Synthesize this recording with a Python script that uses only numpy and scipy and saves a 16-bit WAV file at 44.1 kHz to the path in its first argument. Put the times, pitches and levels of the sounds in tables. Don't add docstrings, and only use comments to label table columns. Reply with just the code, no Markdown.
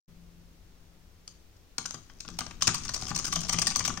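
import sys
import numpy as np
from scipy import signal
from scipy.fft import rfft, irfft
from scipy.io import wavfile
from scipy.ndimage import uniform_filter1d

SR = 44100
rng = np.random.default_rng(int(sys.argv[2]) if len(sys.argv) > 2 else 0)


def put_to_file(sound):
    columns = np.atleast_2d(sound).T
    safe = np.clip(columns, -1, 1)
    whole_steps = np.round(safe * 32767)
    wavfile.write(sys.argv[1], SR, whole_steps.astype(np.int16))


N = 176400

# peak time in seconds, relative snap level in dB, relative knock level in dB,
# treble lift in dB, nominal chatter length in seconds.
CONTACTS = [(1.2785, -34.5, -55.5, -0.5, 0.00249), (1.568, -60.5, -77, 3, 0.0059),
            (1.7834, -21, -31.5, 2.5, 0.00304), (1.856, -36, -37.5, -9, 0.0027),
            (1.8596, -27, -47, 5.5, 0.00434), (1.909, -28, -47, 4.5, 0.00108),
            (1.9441, -34, -38, 1, 0.0051), (1.949, -42.5, -46, 3, 0.0039),
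            (2.099, -50.5, -48.5, -6, 0.00504), (2.2059, -31.5, -57, 2.5, 0.0036),
            (2.2503, -47, -46.5, -7, 0.0019), (2.288, -39, -39.5, 7, 0.00227),
            (2.3026, -42.5, -51, 6.5, 0.0026), (2.342, -57.5, -74, -2.5, 0.0051),
            (2.3899, -24.5, -32.5, 5.5, 0.00377), (2.4078, -27.5, -34.5, 0, 0.0029),
            (2.4153, -50.5, -34.5, 0, 0.006), (2.4661, -34.5, -40.5, -8, 0.0034),
            (2.5107, -42, -41, 1.5, 0.0044), (2.611, -37.5, -42.5, 4, 0.004),
            (2.623, -15.5, -26, 3, 0.00337), (2.6294, -22.5, -53, 5.5, 0.0048),
            (2.6729, -16, -29, 4, 0.00387), (2.678, -13, -25.5, 1.5, 0.00394), (2.689, -42, -26, 5, 0.0057),
            (2.746, -23, -32.5, 5.5, 0.0044), (2.7544, -29.5, -69, 1, 0.0067),
            (2.783, -36.5, -62.5, -1.5, 0.0064), (2.8371, -35.5, -65.5, -1, 0.0077),
            (2.8421, -44.5, -75.5, -6.5, 0.0038), (2.854, -32, -41, 4.5, 0.0072),
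            (2.8931, -27.5, -33, 2, 0.00735), (2.9443, -23, -38, 5.5, 0.01123),
            (2.9632, -30, -43.5, 1.5, 0.0076), (3.0142, -34, -47, 5.5, 0.0044),
            (3.0236, -32, -39.5, 2.5, 0.0047), (3.083, -35, -42, 8, 0.0069),
            (3.0956, -31, -49.5, 2, 0.0083), (3.1053, -32, -39, 3.5, 0.0064),
            (3.115, -43.5, -30.5, -8, 0.0058), (3.1513, -27, -55.5, 1, 0.00405),
            (3.1627, -22.5, -36, 4.5, 0.00484), (3.1776, -28.5, -50.5, 2, 0.0035),
            (3.1904, -24, -40.5, 3, 0.00564), (3.1983, -31, -36, -9.5, 0.0028),
            (3.247, -28, -40.5, 0, 0.0057), (3.2539, -23.5, -40.5, 6, 0.00363),
            (3.2703, -28, -46.5, 4, 0.0085), (3.281, -30, -37.5, 5, 0.00464),
            (3.3281, -22.5, -28.5, 4, 0.006), (3.3373, -27, -51.5, 7.5, 0.0032),
            (3.3592, -19, -49.5, 5.5, 0.0047), (3.3641, -30, -29, 2.5, 0.0057),
            (3.4084, -30, -62, 7, 0.0055), (3.417, -32.5, -48, 9, 0.0029),
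            (3.4352, -30.5, -43, -0.5, 0.0062), (3.4503, -32, -44.5, -3.5, 0.00505),
            (3.49, -32.5, -38.5, 9.5, 0.0114), (3.4959, -19.5, -33.5, 3, 0.00476),
            (3.509, -41.5, -45, -11, 0.0076), (3.529, -23.5, -32, 9, 0.00684),
            (3.5354, -24.5, -36, 4, 0.0051), (3.543, -34, -30, -2, 0.006), (3.5636, -34, -50, -10, 0.0057),
            (3.5874, -18.5, -26.5, -3, 0.0033), (3.5944, -24, -50, 9.5, 0.0067),
            (3.6199, -18.5, -34, 3, 0.00567), (3.6264, -24.5, -32.5, 3, 0.004),
            (3.631, -34, -38, -0.5, 0.007), (3.671, -15, -28, 5, 0.00322),
            (3.6783, -22.5, -45.5, 6.5, 0.00414), (3.7043, -24, -62.5, -3, 0.00276),
            (3.7106, -26, -35.5, 1.5, 0.00236), (3.719, -31.5, -34.5, 2.5, 0.0051),
            (3.7606, -15.5, -27, 4, 0.0039), (3.7685, -24.5, -59.5, 7, 0.00306),
            (3.7947, -21, -38.5, 5, 0.00366), (3.8052, -32.5, -32, 3, 0.0096),
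            (3.81, -36.5, -33.5, -0.5, 0.0059), (3.8521, -21, -31.5, 4, 0.00533),
            (3.86, -26.5, -55, 2.5, 0.0061), (3.8798, -21, -29.5, 6, 0.00399),
            (3.8952, -31, -37.5, -4.5, 0.00234), (3.902, -48.5, -30.5, -4, 0.0067),
            (3.941, -38, -45.5, -13.5, 0.0033), (3.9742, -30.5, -34, -11, 0.0042),
            (3.978, -34.5, -39, 6, 0.0045)]
# frequency in Hz, gain in dB.
SNAP_LEFT_DB = [(300, -25), (1500, -37), (2300, -12.5), (3700, -15.5), (4800, -1.5), (5800, 1.5),
                (6600, -3.5), (7500, -12.5), (9200, -38.5), (10600, -40.5), (13000, -39.5), (15500, -33)]
SNAP_RIGHT_DB = [(300, -25), (1500, -20), (2600, -15), (4000, -13.5), (6500, -13), (7500, -22.5),
                 (8500, -10.5), (9400, -17.5), (10600, -40), (13000, -29), (15500, -28.5)]
KNOCK_COLOUR_DB = [(100, -15.5), (280, 0), (430, -10.5), (750, -1), (950, -1.5), (1150, 6), (1550, 0.5),
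                   (2100, -5.5), (3200, -7), (5000, -33), (12000, -60)]
# frequency in Hz, relative level in dB, T60 in seconds.
CASE_MODES = [(593.6, -11.5, 0.043), (794.7, -5.5, 0.0535), (927, -15.5, 0.035), (1108.3, -2, 0.0351),
              (1178.2, -1.5, 0.0717), (1386, -3, 0.028), (1451, -2.5, 0.031), (1707, -4.5, 0.0199),
              (2001, -6.5, 0.0161)]
DESK_MODES = [(64.54, -9, 0.184), (116.1, -2.5, 0.1113), (164.3, -3.5, 0.248), (233.5, -1, 0.1322),
              (307.9, -8, 0.0644), (397.8, -9.5, 0.095)]
# start in seconds, relative level in dB, pitch in Hz.
DESK_THUMPS = [(1.785, -45, 156.4), (1.8, -44, 171), (1.945, -41.5, 150.1), (2.274, -44, 178.8),
               (2.314, -44, 171.8), (2.408, -38, 237.8), (2.621, -40, 168.4), (2.679, -25.5, 129),
               (2.745, -63, 168), (2.889, -54.5, 101), (3.027, -36.5, 170.6), (3.106, -30, 151.9),
               (3.166, -38.5, 163.6), (3.194, -46, 170), (3.28, -38, 147.5), (3.337, -39, 168.4),
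               (3.372, -32.5, 163.9), (3.436, -38.5, 167.5), (3.493, -35, 177), (3.543, -30, 165.2),
               (3.584, -53, 169), (3.608, -40.5, 103), (3.65, -38.5, 170), (3.68, -39.5, 229.4),
               (3.714, -65, 102), (3.763, -43.5, 234.3), (3.8, -36.5, 106.7), (3.827, -38, 161),
               (3.865, -40, 159.3), (3.894, -32.5, 229), (3.974, -37.5, 175.3)]
# peak time in seconds, relative level in dB.
DOME_TICKS = [(1.8443, -43), (2.2803, -34.5), (2.6159, -31), (2.737, -35.5), (2.8824, -30), (3.0701, -32.5),
              (3.3199, -34), (3.575, -35), (3.6628, -29.5), (3.7524, -31.5), (3.8426, -30.5), (3.869, -33)]
# frequency in Hz, gain in dB.
TICK_COLOUR_DB = [(300, -27.5), (2000, -23.5), (3200, -6), (3900, -18), (5100, -2.5), (6000, -7.5),
                  (7500, -32.5), (10500, -43.5), (15000, -46.5)]
# frequency in Hz, T60 in seconds.
ROOM_T60_S = [(150, 1), (500, 0.08), (1200, .5), (3000, 0.5258), (6000, 0.3378), (9000, 0.4463),
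              (15000, 0.03)]
# frequency in Hz, gain in dB.
ROOM_COLOUR_DB = [(100, -9.5), (250, 0.5), (600, -2), (1200, -8.5), (2000, -8.5), (2700, -7), (3800, -4),
                  (5300, -14), (6300, -4.5), (8500, -7), (10500, -16.5), (15000, -8.5)]
AIR_COLOUR_DB = [(20, 1), (50, 0.5), (90, -1.5), (130, -16.5), (200, -14), (300, -14.5), (450, -18.5),
                 (700, -22.5), (1500, -26), (3000, -27.5), (6000, -28), (8000, -33.5), (10500, -36.5),
                 (15500, -34)]
RUMBLE_COLOUR_DB = [(3, -11.5), (12, 5.5), (25, -2.5), (50, -5.5), (100, -8), (200, -14.5), (400, -24.5),
                    (2000, -50)]
# frequency in Hz, correlation from 0 to 1.
ROOM_CORR = [(50, 0.862), (300, 0.674), (1000, 0.167), (4000, 0.118), (15000, 0.043)]
# frequency in Hz, left over right in dB.
AIR_BALANCE_DB = [(50, 4), (400, 2.15), (1500, 2.2), (10000, 0.71)]
# time in seconds, level in dB.
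RATTLE_LEVEL_DB = [(0, -108), (1.75, -86.5), (2.2, -62), (2.45, -59), (2.58, -65), (2.7, -53),
                   (2.82, -51.5), (3.0, -42), (3.3, -48.5), (3.6, -47.5), (3.88, -60.5), (4, -66.5)]
HUM_LEVEL_DB = [(0, -60.5), (.4, -58), (.5, -67), (1.2, -68), (1.6, -74.5), (4, -72.5)]
RUMBLE_LEVEL_DB = [(0, -54), (1.7, -75), (2.3, -50), (2.6, -46.5), (2.75, -44.5), (2.95, -43.5),
                   (3.3, -44.5), (4, -43)]

SNAP_DB, KNOCK_DB, THUMP_DB, TICK_DB, AIR_DB = -2, -1, -2.5, -1, -56
KNOCK_RIGHT_DB, DESK_RIGHT_DB, TICK_RIGHT_DB = -9.5, -6.5, -11.5
SNAP_CORR, KNOCK_CORR = 0.271, 0.939
BURST_SAMPLES, PEAK_SAMPLE = 4096, 512
KNOCK_LEAD_S, BACKGROUND_START_S, CUTOFF_HZ = 0.0011638, 0.07805, 15900
BURST_HZ, SCENE_HZ = np.fft.rfftfreq(BURST_SAMPLES, 1 / SR), np.fft.rfftfreq(N, 1 / SR)


def bar_snap(treble_db, length_s, impacts_per_s=12000, ring_db=-17, ring_s=0.009):
    t = (np.arange(BURST_SAMPLES) - PEAK_SAMPLE) / SR
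    u = t / (length_s * np.where(t < 0, 0.644, 0.676))
    swell = np.where(t < 0, np.exp(-u ** 4), 1 / (1 + u ** 4))
    tail = amp(ring_db) * (t > 0) * np.exp(-abs(t) / ring_s)
    impacts = correlate(noise(BURST_SAMPLES), SNAP_CORR)
    impacts *= rng.random(BURST_SAMPLES) < impacts_per_s / SR
    ripple_db = 3 * wander(len(BURST_HZ), 50)
    shelf_db = treble_db * np.clip((BURST_HZ - 6000) / 2000, 0, 1)
    snap = colour(impacts * (swell + tail), snap_colour_db(BURST_HZ) + ripple_db + shelf_db)
    return unit_loudest(snap, 110)


def snap_colour_db(hz):
    return np.array([at_hz(SNAP_LEFT_DB, hz), at_hz(SNAP_RIGHT_DB, hz)])


def case_knock(rise_s=0.000713, fall_s=0.004075, modes_db=-3.5):
    t = np.arange(BURST_SAMPLES) / SR
    blow = correlate(noise(BURST_SAMPLES), KNOCK_CORR) * np.exp(-t / fall_s) * (1 - np.exp(-t / rise_s))
    ripple_db = 5 * wander(len(BURST_HZ), 40)
    blow = unit_loudest(colour(blow, at_hz(KNOCK_COLOUR_DB, BURST_HZ) + ripple_db), 120)
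    modes = unit_loudest(ring(CASE_MODES, t, detune=0.02396)[None], 120)
    return unit_loudest((blow + amp(modes_db) * modes) * pan(KNOCK_RIGHT_DB), 120)


def desk_thump(hz, t60_s=0.1406, modes_db=-4, push_s=0.0022):
    t = np.arange(SR // 4) / SR
    body = ring([(hz, 0, t60_s)], t, detune=0.0063) + amp(modes_db) * ring(DESK_MODES, t, detune=0.03015)
    return unit_loudest(body * (1 - np.exp(-t / push_s)) * pan(DESK_RIGHT_DB), 260)


def dome_tick(half_width_s=0.001645):
    t = (np.arange(BURST_SAMPLES) - PEAK_SAMPLE) / SR
    burst = correlate(noise(BURST_SAMPLES), SNAP_CORR) * np.exp(-(t / half_width_s) ** 2)
    return unit_loudest(colour(burst, at_hz(TICK_COLOUR_DB, BURST_HZ)) * pan(TICK_RIGHT_DB), 80)


def bar_rattle(ticks_per_s=260, spread_db=3.5, fall_s=0.00068, case_db=-9):
    sizes = amp(spread_db * np.minimum(rng.exponential(1, N), 3))
    sizes *= rng.random(N) < ticks_per_s / SR
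    ticks = signal.lfilter([1], [1, -np.exp(-1 / (fall_s * SR))], sizes) * noise(N)
    bar = colour(ticks, snap_colour_db(SCENE_HZ))
    case = colour(correlate(ticks, KNOCK_CORR), at_hz(KNOCK_COLOUR_DB, SCENE_HZ)) * pan(KNOCK_RIGHT_DB)
    return envelope(RATTLE_LEVEL_DB) * (unit_rms(bar) + amp(case_db) * unit_rms(case))


def room_reflections(x, taps_per_s=5000, delay_s=0.003, rise_s=0.0023):
    t = np.arange(SR * 3 // 4) / SR
    taps = noise(len(t)) * (rng.random(len(t)) < taps_per_s / SR) / np.sqrt(taps_per_s / SR)
    taps *= np.clip((t - delay_s) / rise_s, 0, 1)
    hz, age_s, bands = signal.stft(taps, SR, nperseg=256)
    hz = hz[:, None]
    t60_s = at_hz(ROOM_T60_S, hz)
    decay = amp(-60 * age_s / t60_s) * np.sqrt(2 * np.log(1000) / (t60_s * SR))
    bands = correlate(bands, at_hz(ROOM_CORR, hz)) * amp(at_hz(ROOM_COLOUR_DB, hz)) * decay
    response = signal.istft(bands, SR, nperseg=256)[1]
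    return signal.fftconvolve(x, response, axes=1)[:, :N]


def rumble():
    spectrum = correlate(rfft(noise(N)), 0.856) * amp(at_hz(RUMBLE_COLOUR_DB, SCENE_HZ))
    return envelope(RUMBLE_LEVEL_DB) * unit_rms(irfft(spectrum))


def hum(hz=170.35):
    pitch_hz = hz * (1 + 0.0121 * wander(N, 4000))
    tone = np.sqrt(2) * np.sin(2 * np.pi * np.cumsum(pitch_hz) / SR)
    return envelope(HUM_LEVEL_DB) * tone * (1 + 0.25 * wander(N, 3000))


def air_noise():
    spectrum = correlate(rfft(noise(N)), at_hz(ROOM_CORR, SCENE_HZ))
    balance_db = np.array([[.5], [-.5]]) * at_hz(AIR_BALANCE_DB, SCENE_HZ)
    return amp(AIR_DB) * unit_rms(irfft(spectrum * amp(at_hz(AIR_COLOUR_DB, SCENE_HZ) + balance_db)))


def background(fade_s=0.0059):
    fade = np.clip((np.arange(N) / SR - BACKGROUND_START_S) / fade_s, 0, 1)
    return fade * (air_noise() + unit_rms(pan(DESK_RIGHT_DB)) * (rumble() + hum()))


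def amp(db):
    return 10 ** (np.asarray(db) / 20)


def pan(right_db):
    return amp([[0], [right_db]])


def noise(samples):
    return rng.standard_normal((2, samples))


def unit_rms(x):
    return x / np.sqrt(np.mean(x ** 2) + 1e-20)


def unit_loudest(x, samples):
    return x / np.sqrt(uniform_filter1d((x ** 2).mean(0), samples).max() + 1e-20)


def wander(points, window):
    return unit_rms(uniform_filter1d(rng.standard_normal(points), window))


def at_hz(table, hz):
    table_hz, values = np.transpose(table)
    return np.interp(np.log(hz + 1), np.log(table_hz + 1), values)


def envelope(table):
    return amp(np.interp(np.arange(N) / SR, *np.transpose(table)))


def colour(x, gain_db):
    cepstrum = irfft(gain_db * np.log(10) / 20)
    n = cepstrum.shape[-1]
    causal_fold = (1 + np.sign(n / 2 - np.arange(n))) * np.where(np.arange(n), 1, .5)
    return irfft(rfft(x) * np.exp(rfft(cepstrum * causal_fold)))


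def correlate(x, corr):
    return np.array([x[0], corr * x[0] + np.sqrt(1 - corr ** 2) * x[1]])


def ring(modes, t, detune):
    total = 0
    for hz, db, t60_s in modes:
        decay = rng.choice([-1, 1]) * amp(db - 60 * t / t60_s)
        total += decay * np.sin(2 * np.pi * hz * (1 + detune * rng.standard_normal()) * t)
    return total


def add(mix, start_s, sound):
    part = mix[:, max(round(start_s * SR), 0):][:, :sound.shape[1]]
    part += sound[:, :part.shape[1]]


def scene():
    keys = bar_rattle()
    for peak_s, snap_db, knock_db, treble_db, length_s in CONTACTS:
        add(keys, peak_s - PEAK_SAMPLE / SR, amp(SNAP_DB + snap_db) * bar_snap(treble_db, length_s))
        add(keys, peak_s - KNOCK_LEAD_S, amp(KNOCK_DB + knock_db) * case_knock())
    for peak_s, db in DOME_TICKS:
        add(keys, peak_s - PEAK_SAMPLE / SR, amp(TICK_DB + db) * dome_tick())
    for start_s, db, hz in DESK_THUMPS:
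        add(keys, start_s, amp(THUMP_DB + db) * desk_thump(hz))
    return keys + room_reflections(keys) + background()


def record(dry):
    right = np.concatenate([np.zeros(2), dry[1, :-2]])
    lowpass = signal.firwin(401, CUTOFF_HZ, window=("kaiser", 9), fs=SR)
    return signal.oaconvolve(np.array([dry[0], right]), lowpass[None], "same")


dry = scene()
out = record(dry)
put_to_file(out)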